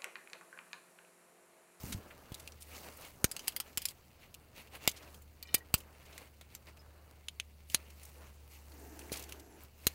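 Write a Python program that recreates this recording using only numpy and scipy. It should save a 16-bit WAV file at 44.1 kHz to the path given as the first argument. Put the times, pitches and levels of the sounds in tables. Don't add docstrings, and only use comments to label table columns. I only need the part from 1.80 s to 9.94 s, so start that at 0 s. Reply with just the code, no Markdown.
import sys
import numpy as np
from scipy import signal
from scipy.fft import rfft, irfft
from scipy.io import wavfile
from scipy.ndimage import uniform_filter1d

SR = 44100
rng = np.random.default_rng(int(sys.argv[2]) if len(sys.argv) > 2 else 0)


def materialize(psi):
    bounded = np.clip(np.atleast_2d(psi).T, -1, 1)
    quanta = np.round(bounded * 32767).astype(np.int16)
    wavfile.write(sys.argv[1], SR, quanta)


N = 358974

# frequency in Hz, relative level in dB per Hz.
AIR_SPECTRUM = [(12, -37), (20, -13), (50, -1), (81, 2.5), (181, -9.5), (510, -13.5), (1690, -26),
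                (2800, -37), (3400, -41.5), (4630, -28.5), (5620, -40.5), (14500, -31.5), (15800, -29)]
AIR_DB = -65
# time in seconds, pitch in Hz, level in dB before the waver.
HUM_CURVE = [(0, 73.4, -56), (.4, 75.6, -69), (.7, 75.1, -60), (.95, 75.1, -58), (1.3, 73.9, -67.5),
             (2.75, 73.5, -68.5), (3, 73.7, -61.5), (3.599, 74.2, -59.5), (4.601, 73.2, -62.5),
             (5.2, 74.4, -61), (5.7, 73.2, -58.5), (6.9, 72.1, -56), (7.5, 71.2, -57), (7.75, 72.1, -64.5),
             (8.14, 75.2, -57.5)]

# peak time in seconds, rise in seconds, fall in seconds,
# cloth on the microphone in dB, hand on the tube in dB, crisp rustle in dB.
STROKES_OF_ARMS = [(.107, 0.27, 0.1, -58.5, -58.5, -50.5), (.307, 0.59, 0.34, -59.5, -70.5, -69),
                   (.6, 0.29, 0.28, -61, -65.5, -63), (.955, 0.14, 0.22, -58.5, -57.5, -55),
                   (1.06, 0.093, 0.12, -56.5, -59.5, -57), (1.255, 0.19, 0.091, -57, -57, -56),
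                   (1.47, 0.25, 0.97, -60.5, -72, -62.5), (1.7, 0.21, 0.05, -79, -59, -59),
                   (1.893, 0.084, 0.054, -62.5, -62, -68), (2.01, 0.027, 0.12, -72, -58, -60),
                   (2.115, 0.1, 0.0092, -71, -60.5, -52.5), (2.42, 0.04, 0.073, -73, -62.5, -70),
                   (2.7, 0.6, 0.9, -68.5, -94.5, -92), (2.782, 0.048, 0.095, -61, -56, -59),
                   (2.956, 0.039, 0.036, -53, -53, -56), (3.04, 0.048, 0.15, -57, -55, -57),
                   (3.235, 0.15, 0.12, -58.5, -61.5, -68), (3.36, 0.2, 0.063, -62, -85, -63),
                   (3.774, 0.21, 0.078, -61.5, -67, -69), (3.993, .1, 0.056, -64, -68, -64),
                   (4.1, 0.57, 0.31, -63, -77, -78), (4.421, 0.35, 0.08, -62, -60.5, -64),
                   (4.722, 0.033, 0.089, -76, -64.5, -67), (4.886, 0.026, 0.034, -58.5, -58.5, -65),
                   (5.25, 1, 0.29, -66.5, -97, -90), (5.925, 0.048, 0.06, -76, -61, -52.5),
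                   (5.99, 0.1, 0.23, -65.5, -64.5, -68), (6.24, 0.21, 0.38, -67.5, -67.5, -63),
                   (6.428, 0.085, 0.097, -58.5, -68, -66), (6.731, 0.066, 0.095, -85, -63.5, -60),
                   (7.25, 0.88, 0.15, -64, -68.5, -61), (7.345, 0.037, 0.14, -54.5, -50.5, -52.5),
                   (7.5, 0.051, 0.16, -60, -63.5, -62.5), (7.826, 0.082, 0.075, -62, -63, -62.5),
                   (8.06, 0.11, 0.29, -64, -63, -59)]
REST_LEVELS_DB = (-82.5, -73, -72.5)
STROKE_DROP_DB, STROKE_ROUND = 17, 1.49
# frequency in Hz, relative level in dB per Hz.
CLOTH_SPECTRUM = [(60, -35.5), (110, -4), (280, -6.5), (540, -4), (750, -7.5), (1300, -9), (1800, -13),
                  (3000, -51)]
RUB_SPECTRUM = [(900, -3.5), (1500, -11), (2100, 3), (2450, 1), (2800, 2), (3300, -5), (4400, -5.5),
                (5500, -20.5), (8000, -26.5)]
RUSTLE_SPECTRUM = [(2500, -33), (4500, -1.5), (6000, 3), (10000, 1.5), (15800, 3.5)]

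# time in seconds, level in dB.
DRAG_LEVEL = [(.045, -50.5), (.1, -48), (.145, -45.5), (.19, -51), (.215, -66)]
# frequency in Hz, width of each of two passes in Hz, relative level in dB.
DRAG_RESONANCES = [(90, 60, 0.5), (191, 120, -6)]

# time in seconds, level in dB.
SLIDE_LEVEL = [(6.88, -59), (6.95, -61), (7.1, -57), (7.25, -56), (7.4, -59.5), (7.6, -60), (7.78, -60.5),
               (7.86, -94)]
# frequency in Hz, width of the first pass in Hz, relative level in dB.
SLIDE_RESONANCES = [(310, 154, 6), (387, 38, 0), (670, 150, 1), (872, 52, 3), (1500, 640, -10),
                    (6200, 1800, -18)]
# time in seconds, pitch in Hz, level in dB.
SQUEAK_CURVES = [
    [(4.992, 5060, -63), (5.005, 5130, -66), (5.025, 4970, -80)],
    [(6.928, 11000, -72), (6.945, 13100, -71), (6.97, 14100, -71), (6.995, 13700, -71), (7.03, 14700, -72),
     (7.1, 14960, -76)],
    [(7.295, 13000, -70), (7.317, 11900, -69)],
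    [(7.375, 14000, -70), (7.415, 13900, -70), (7.432, 12400, -69), (7.458, 12900, -68), (7.48, 11800, -78)],
    [(7.5, 13200, -76), (7.526, 12760, -73), (7.544, 11870, -73), (7.568, 12850, -73), (7.605, 12700, -72),
     (7.645, 11250, -74), (7.694, 11400, -73), (7.728, 10780, -72), (7.745, 11240, -71), (7.778, 9950, -74)],
]
LOWER_DB, LOWER_BELOW_HZ = -2, 11500

# start in seconds, peak in dB, centre in Hz,
# spread in octaves, length in ms.
SCUFF_EVENTS = [(0.122, -29, 3020, 1.8, 16), (0.3028, -41, 1730, 0.69, 23), (0.5964, -39.5, 4390, 2.4, 10),
                (0.8032, -44, 8960, 2, 33), (0.9648, -38, 3940, 1.3, 5.4), (1.171, -43, 12900, 0.72, 7.3),
                (3.112, -39, 4860, 1.2, 9.8), (3.1606, -44, 2730, 1.5, 22), (3.2218, -47.5, 2590, 1.3, 19),
                (3.778, -42, 9240, 1.5, 13), (3.977, -40, 10000, 1.5, 14), (4.253, -50, 1790, 2.8, 17),
                (4.326, -48, 2810, 1.03, 13), (5.3104, -49.5, 2630, 2.4, 2.9),
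                (6.101, -43.5, 2680, 2.1, 10), (6.2512, -41, 11700, 1.5, 8.4),
                (7.214, -46.5, 2500, 0.36, 6), (7.2953, -44, 2200, 0.39, 5.6),
                (7.3265, -26.5, 6960, 1.9, 10), (7.3385, -32, 4500, 1.1, 6.3), (7.347, -40, 8000, 1.5, 4),
                (7.357, -40, 5500, 0.86, 6), (7.3695, -35, 7540, 0.7, 10), (7.3934, -34.5, 10400, 2.5, 9.8),
                (7.4235, -36, 7000, 1.4, 7.1), (7.437, -39, 5000, 1.2, 7), (7.4906, -40.5, 2040, 3, 8.9),
                (7.5958, -45, 4670, 1.5, 11), (7.834, -41, 14800, 0.48, 6)]

# start in seconds, swing peak in dB,
# push in ms (never under 0.5), wobble in Hz, wobble in dB against the swing.
JOLT_EVENTS = [(0.039, -35, 1.4, 128, -10), (.148, -38, 2, 82, 5.5), (.519, -36.5, 1.26, 110, -6),
               (1.444, -21, 1.1, 384, -3), (1.975, -45.5, 2.2, 197, -4), (3.077, -29, 0.42, 714, 10.5),
               (3.744, -29, 0.42, 520, -8.5), (3.941, -24, 1.55, 507, -2), (5.945, -37, 0.82, 396, -6),
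               (7.319, -40, 0.86, 438, 12.5), (7.3255, -51, 0.85, 330, 3), (8.068, -27, 0.8, 417, -11)]

# start in seconds, peak in dB,
# favoured overtone in Hz, spread in Hz.
CATCH_EVENTS = [(3.63, -53, 3000, 2500), (3.6535, -53, 2420, 400), (3.672, -50, 4200, 2500),
                (3.689, -46, 2900, 1500), (3.707, -51, 3800, 1500), (3.727, -51, 3600, 1500),
                (3.75, -31, 2810, 1600), (3.806, -51, 1830, 300)]
AIR_COLUMN_HZ = [1910, 2380, 2990, 3700, 4160, 5060, 5470, 5900, 6510]
PIPE_T60_S = 0.08

# start in seconds, peak in dB, favoured ring or rings in Hz,
# brightness in dB per octave, low knock in dB, ground echo in dB (reached in the treble).
CLICK_EVENTS = [(0.5194, -41, 3360, -0.5, 13, 5), (0.543, -34, 3800, -3, -47, 2),
                (0.6754, -33, 2740, -6.5, -35, -18), (0.7208, -42.5, 5860, -7.5, -50, -15),
                (0.822, -37, 9000, -2, -28, 1), (1.4428, -10.5, (12270, 8800, 1600, 6500), -2.5, 0, -6),
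                (1.5139, -25, (10900, 9300, 4950, 7800), 0.5, 2, -1.5),
                (1.565, -24.5, (2900, 6460, 4480, 8200), -0.5, 2, -23), (1.593, -33, (5000, 3100, 5900),
                0, 5, -16), (1.674, -32, 8230, -8, -19, -21),
                (1.68, -16.5, (10300, 8340, 3100, 4930, 12300), 1.5, 4, -23),
                (1.7215, -43.5, 2900, -4, -12, -8), (1.7634, -19.5, (9900, 3300, 4770, 12000, 13900, 2150),
                3.5, 4, -6), (1.801, -22, (5170, 3180, 12860, 8550, 1210), 1.5, 2.5, -5),
                (1.9739, -19, (3200, 11250, 15300, 5240, 7500), 0, 3, -1.5), (1.9942, -46, (4900, 7000),
                -6, -12, -14), (2.0185, -31.5, (3260, 8790, 13800, 4970), 2, -11, -5),
                (2.0542, -18.5, (7300, 5300, 9950, 12500), -2.5, -9, -7), (2.0861, -25, (4850, 8600, 3300),
                -1, -45, -18), (2.542, -36, 2740, -2, -33, 3), (2.873, -48, 2700, -7, -8, -8),
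                (3.076, -9.5, (12600, 3600, 2240, 3000, 4850, 7300), 0.5, -3.5, -26),
                (3.0925, -26.5, 6390, 2.5, -17, -2), (3.3436, -44, 3220, 2, -14, -14),
                (3.4195, -49, 7160, 6.5, -23, -6), (3.6266, -31.5, (4500, 12700, 14600), -3.5, -19, -5),
                (3.7424, -14, (2410, 4840, 8700), 5, 10, -5), (3.7453, -9, (13400, 11000, 14100),
                -1.5, -7, -4.5), (3.9407, -9, (14800, 8000, 4620, 1300, 2800), 2, 4, -5.5),
                (4.0033, -43, 2940, 2, -1, -11), (4.3786, -34, 1980, -3, -11, -22),
                (4.6113, -40.5, 3700, -1.5, 11.5, -15), (4.75, -32.5, (12250, 6200, 7500), -0.5, 2, -16),
                (4.8695, -47, 4700, -7, -3, -11), (4.971, -48.5, 2650, -3, 7, -11),
                (5.4842, -25, (3150, 6840, 3730, 9700), -8, -9, -29),
                (5.5988, -22, (3020, 2620, 3440, 6330, 9360), -8.5, -7.5, -9),
                (5.8993, -34.5, 2830, -4, -34.5, -12), (5.9454, -10, (4180, 10300, 6500, 9200),
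                -2.5, 2.5, -9.5), (6.2317, -42.5, 9100, 1, -18, -7), (6.92, -47.5, 4300, -6, -10, -14),
                (7.1918, -35, (6000, 9700), -1.5, 6, -21), (7.3184, -30, (4260, 5700, 10000), -1.5, -12, 3),
                (7.5228, -30, (2780, 6400, 10000, 12600), -6.5, -9, -7),
                (8.0683, -11.5, (4130, 14300, 12130, 9060, 6730), -1.5, 4, -3.5)]
# frequency in Hz, width in Hz, level in dB relative to the other modes.
TUBE_MODES = [(2380, 550, 1), (2900, 880, 4.5), (4220, 550, 4), (4840, 250, 5), (7370, 2500, 3),
              (10300, 3500, 11), (12500, 1100, 7), (14400, 350, 16)]
# frequency in Hz, level in dB.
TICK_SPECTRUM = [(150, -24), (600, -34), (1000, -15.5), (1500, -14), (2500, -6.5), (6000, -6), (13000, -18),
                 (16500, -57.5)]
# frequency in Hz, 60 dB decay in seconds before damping.
SCATTER_DECAY = [(500, 0.047), (1300, 0.051), (3500, 0.069), (9000, 0.049), (16000, 0.041)]
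GROUND_MS = 5.2
RING_DB = 9
RING_WIDTH_HZ, RING_WIDENS = 300, 0.25
SCATTER_DB, SCATTER_SLOPE = -33, -0.3
SCATTER_PER_BRIGHT = 0.53
DAMPING = 44

EDGE_HZ = 15850


def gain_of(db):
    return 10 ** (np.asarray(db) / 20)


def evened(x):
    return x / np.sqrt(np.mean(x ** 2) + 1e-20)


def read(points, hz):
    f, value = np.transpose(points)
    return np.interp(np.log(hz + 1), np.log(f + 1), value)


def along(rows):
    s, *columns = np.transpose(rows)
    t = np.arange(s[0], s[-1], 1 / SR)
    return s[0], [np.interp(t, s, c) for c in columns]


def add(mix, s, sound):
    part = mix[round(s * SR):][:len(sound)]
    part += sound[:len(part)]


def place(events, sound):
    out = np.zeros(N)
    for s, *settings in events:
        add(out, s, sound(*settings))
    return out


def smoothed_twice(x, size, axis=-1):
    return uniform_filter1d(uniform_filter1d(x, size, axis=axis), size, axis=axis)


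def resonate(x, hz, width):
    turn = np.exp(2j * np.pi * np.cumsum(hz * np.ones(len(x))) / SR)
    r = np.exp(-np.pi * width / SR)
    return 2 * (turn * signal.lfilter([1 - r], [1, -r], x / turn)).real


def resonant_body(x, resonances, second_width):
    return sum(gain_of(level) * resonate(resonate(x, f, w), f, second_width * w)
               for f, w, level in resonances)


def coloured(x, spectrum, patchy_db):
    hz, _, z = signal.stft(x, SR, nperseg=512, noverlap=384)
    patches = uniform_filter1d(rng.standard_normal(z.shape), size=24, axis=0)
    patches = evened(uniform_filter1d(patches, size=7, axis=1))
    z = z * gain_of(read(spectrum, hz)[:, None] + patchy_db * patches)
    return evened(signal.istft(z, SR, nperseg=512, noverlap=384)[1][:len(x)])


def grains(per_s, spread_db, hiss):
    ticks = rng.standard_normal(N) * gain_of(spread_db * np.minimum(rng.exponential(1, N), 4))
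    return evened(ticks * (rng.random(N) < per_s / SR)) + hiss * rng.standard_normal(N)


def outdoors():
    s, hz, db = np.transpose(HUM_CURVE)
    t = np.arange(N) / SR
    waver_db = evened(smoothed_twice(rng.standard_normal(N), 3000))
    hum = np.sqrt(2) * np.sin(2 * np.pi * np.cumsum(np.interp(t, s, hz)) / SR)
    air = coloured(rng.standard_normal(N), AIR_SPECTRUM, patchy_db=0.8)
    return gain_of(np.interp(t, s, db) + waver_db) * hum + gain_of(AIR_DB) * air


def strokes():
    t = np.arange(0, N / SR + 0.01, 0.002)
    peak, rise, fall, *db = np.transpose(STROKES_OF_ARMS)[:, :, None]
    away = np.where(t < peak, (peak - t) / rise, (t - peak) / fall)
    stroke_db = np.array(db) - STROKE_DROP_DB * away ** STROKE_ROUND
    rest_power = gain_of(2 * np.array(REST_LEVELS_DB))[:, None]
    power = gain_of(2 * stroke_db).sum(1) + rest_power
    return [np.interp(np.arange(N) / SR, t, np.sqrt(p)) for p in power]


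def clothing():
    cloth = coloured(grains(per_s=2500, spread_db=2, hiss=1.5), CLOTH_SPECTRUM, patchy_db=1.4)
    slips = grains(per_s=1200, spread_db=2.6, hiss=1.25)
    rub = coloured(slips, RUB_SPECTRUM, patchy_db=2.2)
    rustle = coloured(slips, RUSTLE_SPECTRUM, patchy_db=2)
    return sum(level * x for level, x in zip(strokes(), [cloth, rub, rustle]))


def drag():
    out = np.zeros(N)
    s, (db,) = along(DRAG_LEVEL)
    body = resonant_body(rng.standard_normal(len(db)), DRAG_RESONANCES, second_width=1)
    add(out, s, gain_of(db) * evened(body) * signal.windows.tukey(len(db), 0.1))
    return out


def slide():
    out = np.zeros(N)
    s, (db,) = along(SLIDE_LEVEL)
    body = resonant_body(rng.standard_normal(len(db)), SLIDE_RESONANCES, second_width=1.7)
    add(out, s, gain_of(db) * evened(body) * signal.windows.tukey(len(db), 0.15))
    return out


def squeaks():
    out = np.zeros(N)
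    for rows in SQUEAK_CURVES:
        s, (hz, db) = along(rows)
        pitch = uniform_filter1d(hz, size=250, mode="nearest")
        phase = 2 * np.pi * np.cumsum(pitch) / SR
        narrow_noise = evened(resonate(rng.standard_normal(len(hz)), pitch, 200))
        lower_share = np.clip((LOWER_BELOW_HZ - pitch) / 400, 0, 1) * (pitch > 9000)
        lower = lower_share * gain_of(LOWER_DB) * np.sin(phase * 2 / 3)
        thin = np.sin(phase) + 0.45 * narrow_noise + lower
        add(out, s, gain_of(db) * evened(thin) * signal.windows.tukey(len(hz), 0.1))
    return out


def scuff(db, centre_hz, octaves, length_ms):
    t, hz = np.arange(4096) / SR, np.fft.rfftfreq(4096, 1 / SR)
    fine, grain = rng.standard_normal((2, 4096))
    distance = np.log2((hz + 1) / centre_hz) / np.clip(octaves, 0.1, 5)
    band = gain_of(np.maximum(-6 * distance ** 2, -26)) * hz / (hz + 900)
    grainy = fine * gain_of(1.94 * evened(uniform_filter1d(grain, size=40)))
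    rubbed = evened(irfft(rfft(grainy) * band))
    u = t * 1000 / np.clip(length_ms, 1, 30)
    puff = rubbed * np.tanh(6.2 * u) * np.exp(-u ** 2)
    return gain_of(db) * puff / abs(puff).max()


def jolt(db, push_ms, wobble_hz, wobble_db):
    t = np.arange(4000) / SR
    u = t * 1000 / np.clip(push_ms, 0.5, 20)
    bass_cut = signal.butter(2, 52, "high", fs=SR)
    swing = signal.lfilter(*bass_cut, u ** 2 * np.exp(-2 * u))
    wobble = np.sin(2 * np.pi * wobble_hz * t) * np.exp(-t * wobble_hz / 0.64)
    return gain_of(db) * (swing / abs(swing).max() + gain_of(wobble_db) * wobble)


def catch(db, centre_hz, spread_hz):
    t, hz = np.arange(5000) / SR, np.array(AIR_COLUMN_HZ)[:, None]
    uneven, phase = rng.random((2, 9, 1))
    level_db = -6 * ((hz - centre_hz) / spread_hz) ** 2 - 3 * uneven
    decay_db = -60 * t / PIPE_T60_S * (hz / AIR_COLUMN_HZ[1]) ** 0.35
    tones = gain_of(level_db + decay_db) * np.sin(2 * np.pi * (hz * t + phase))
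    ring = tones.sum(0) * np.minimum(t / 0.0012, 1)
    return gain_of(db) * ring / abs(ring).max()


def mode(hz, f, width):
    return 0.5 * width / (0.5 * width + 1j * (hz - f))


def tube(hz, ring_hz, bright_db, knock_db):
    modes = sum(gain_of(level) * mode(hz, f, w) for f, w, level in TUBE_MODES)
    body = gain_of(read(TICK_SPECTRUM, hz)) + 0.22 * modes
    tilt_db = bright_db * np.log2(1 + (hz / 3500) ** 2) / 2
    body = body * gain_of(tilt_db + knock_db / (1 + (hz / 1700) ** 4))
    rings = np.reshape(ring_hz, (-1, 1))
    widths = RING_WIDTH_HZ * (rings / 3000) ** RING_WIDENS
    return body * (1 + gain_of(RING_DB) * mode(hz, rings, widths).sum(0))


def scattered(noise, t, db, bright_db):
    f, s, z = signal.stft(noise, SR, nperseg=128)
    z = z * gain_of(-60 * s / read(SCATTER_DECAY, f)[:, None])
    tail = signal.istft(z, SR, nperseg=128)[1][:4096]
    damped = tail * gain_of(DAMPING * min(bright_db, 0) * t)
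    level_db = SCATTER_DB + SCATTER_SLOPE * db + SCATTER_PER_BRIGHT * bright_db
    return gain_of(level_db) * rfft(damped * np.clip(t / 0.00043, 0, 1))


def click(db, ring_hz, bright_db, knock_db, echo_db):
    t, hz = np.arange(4096) / SR, np.fft.rfftfreq(4096, 1 / SR)
    chatter, noise = rng.standard_normal((2, 2, 4096))
    u = t * 1000 / 1.7
    chatters = rfft(chatter * np.tanh(3 * u) * np.exp(-u ** 1.28))
    blow, bounce = chatters / uniform_filter1d(abs(chatters) ** 2, size=24) ** 0.56
    delay = np.exp(-2j * np.pi * hz * GROUND_MS / 1000)
    ground = gain_of(echo_db) * hz / (hz + 2500) * delay
    heard = blow + bounce * ground + blow * scattered(noise[0], t, db, bright_db)
    sound = irfft(tube(hz, ring_hz, bright_db, knock_db) * heard)[:3000]
    return gain_of(db) * sound / abs(sound).max()


def poles():
    return (place(SCUFF_EVENTS, scuff) + place(JOLT_EVENTS, jolt)
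            + place(CATCH_EVENTS, catch) + place(CLICK_EVENTS, click))


def scene():
    return (outdoors() + clothing() + drag() + slide() + squeaks() + poles())[None]


def record(dry):
    low_pass = signal.firwin(511, EDGE_HZ, window=("kaiser", 9), fs=SR)
    return signal.oaconvolve(dry, low_pass[None], "same")


dry = scene()
out = record(dry)
materialize(out)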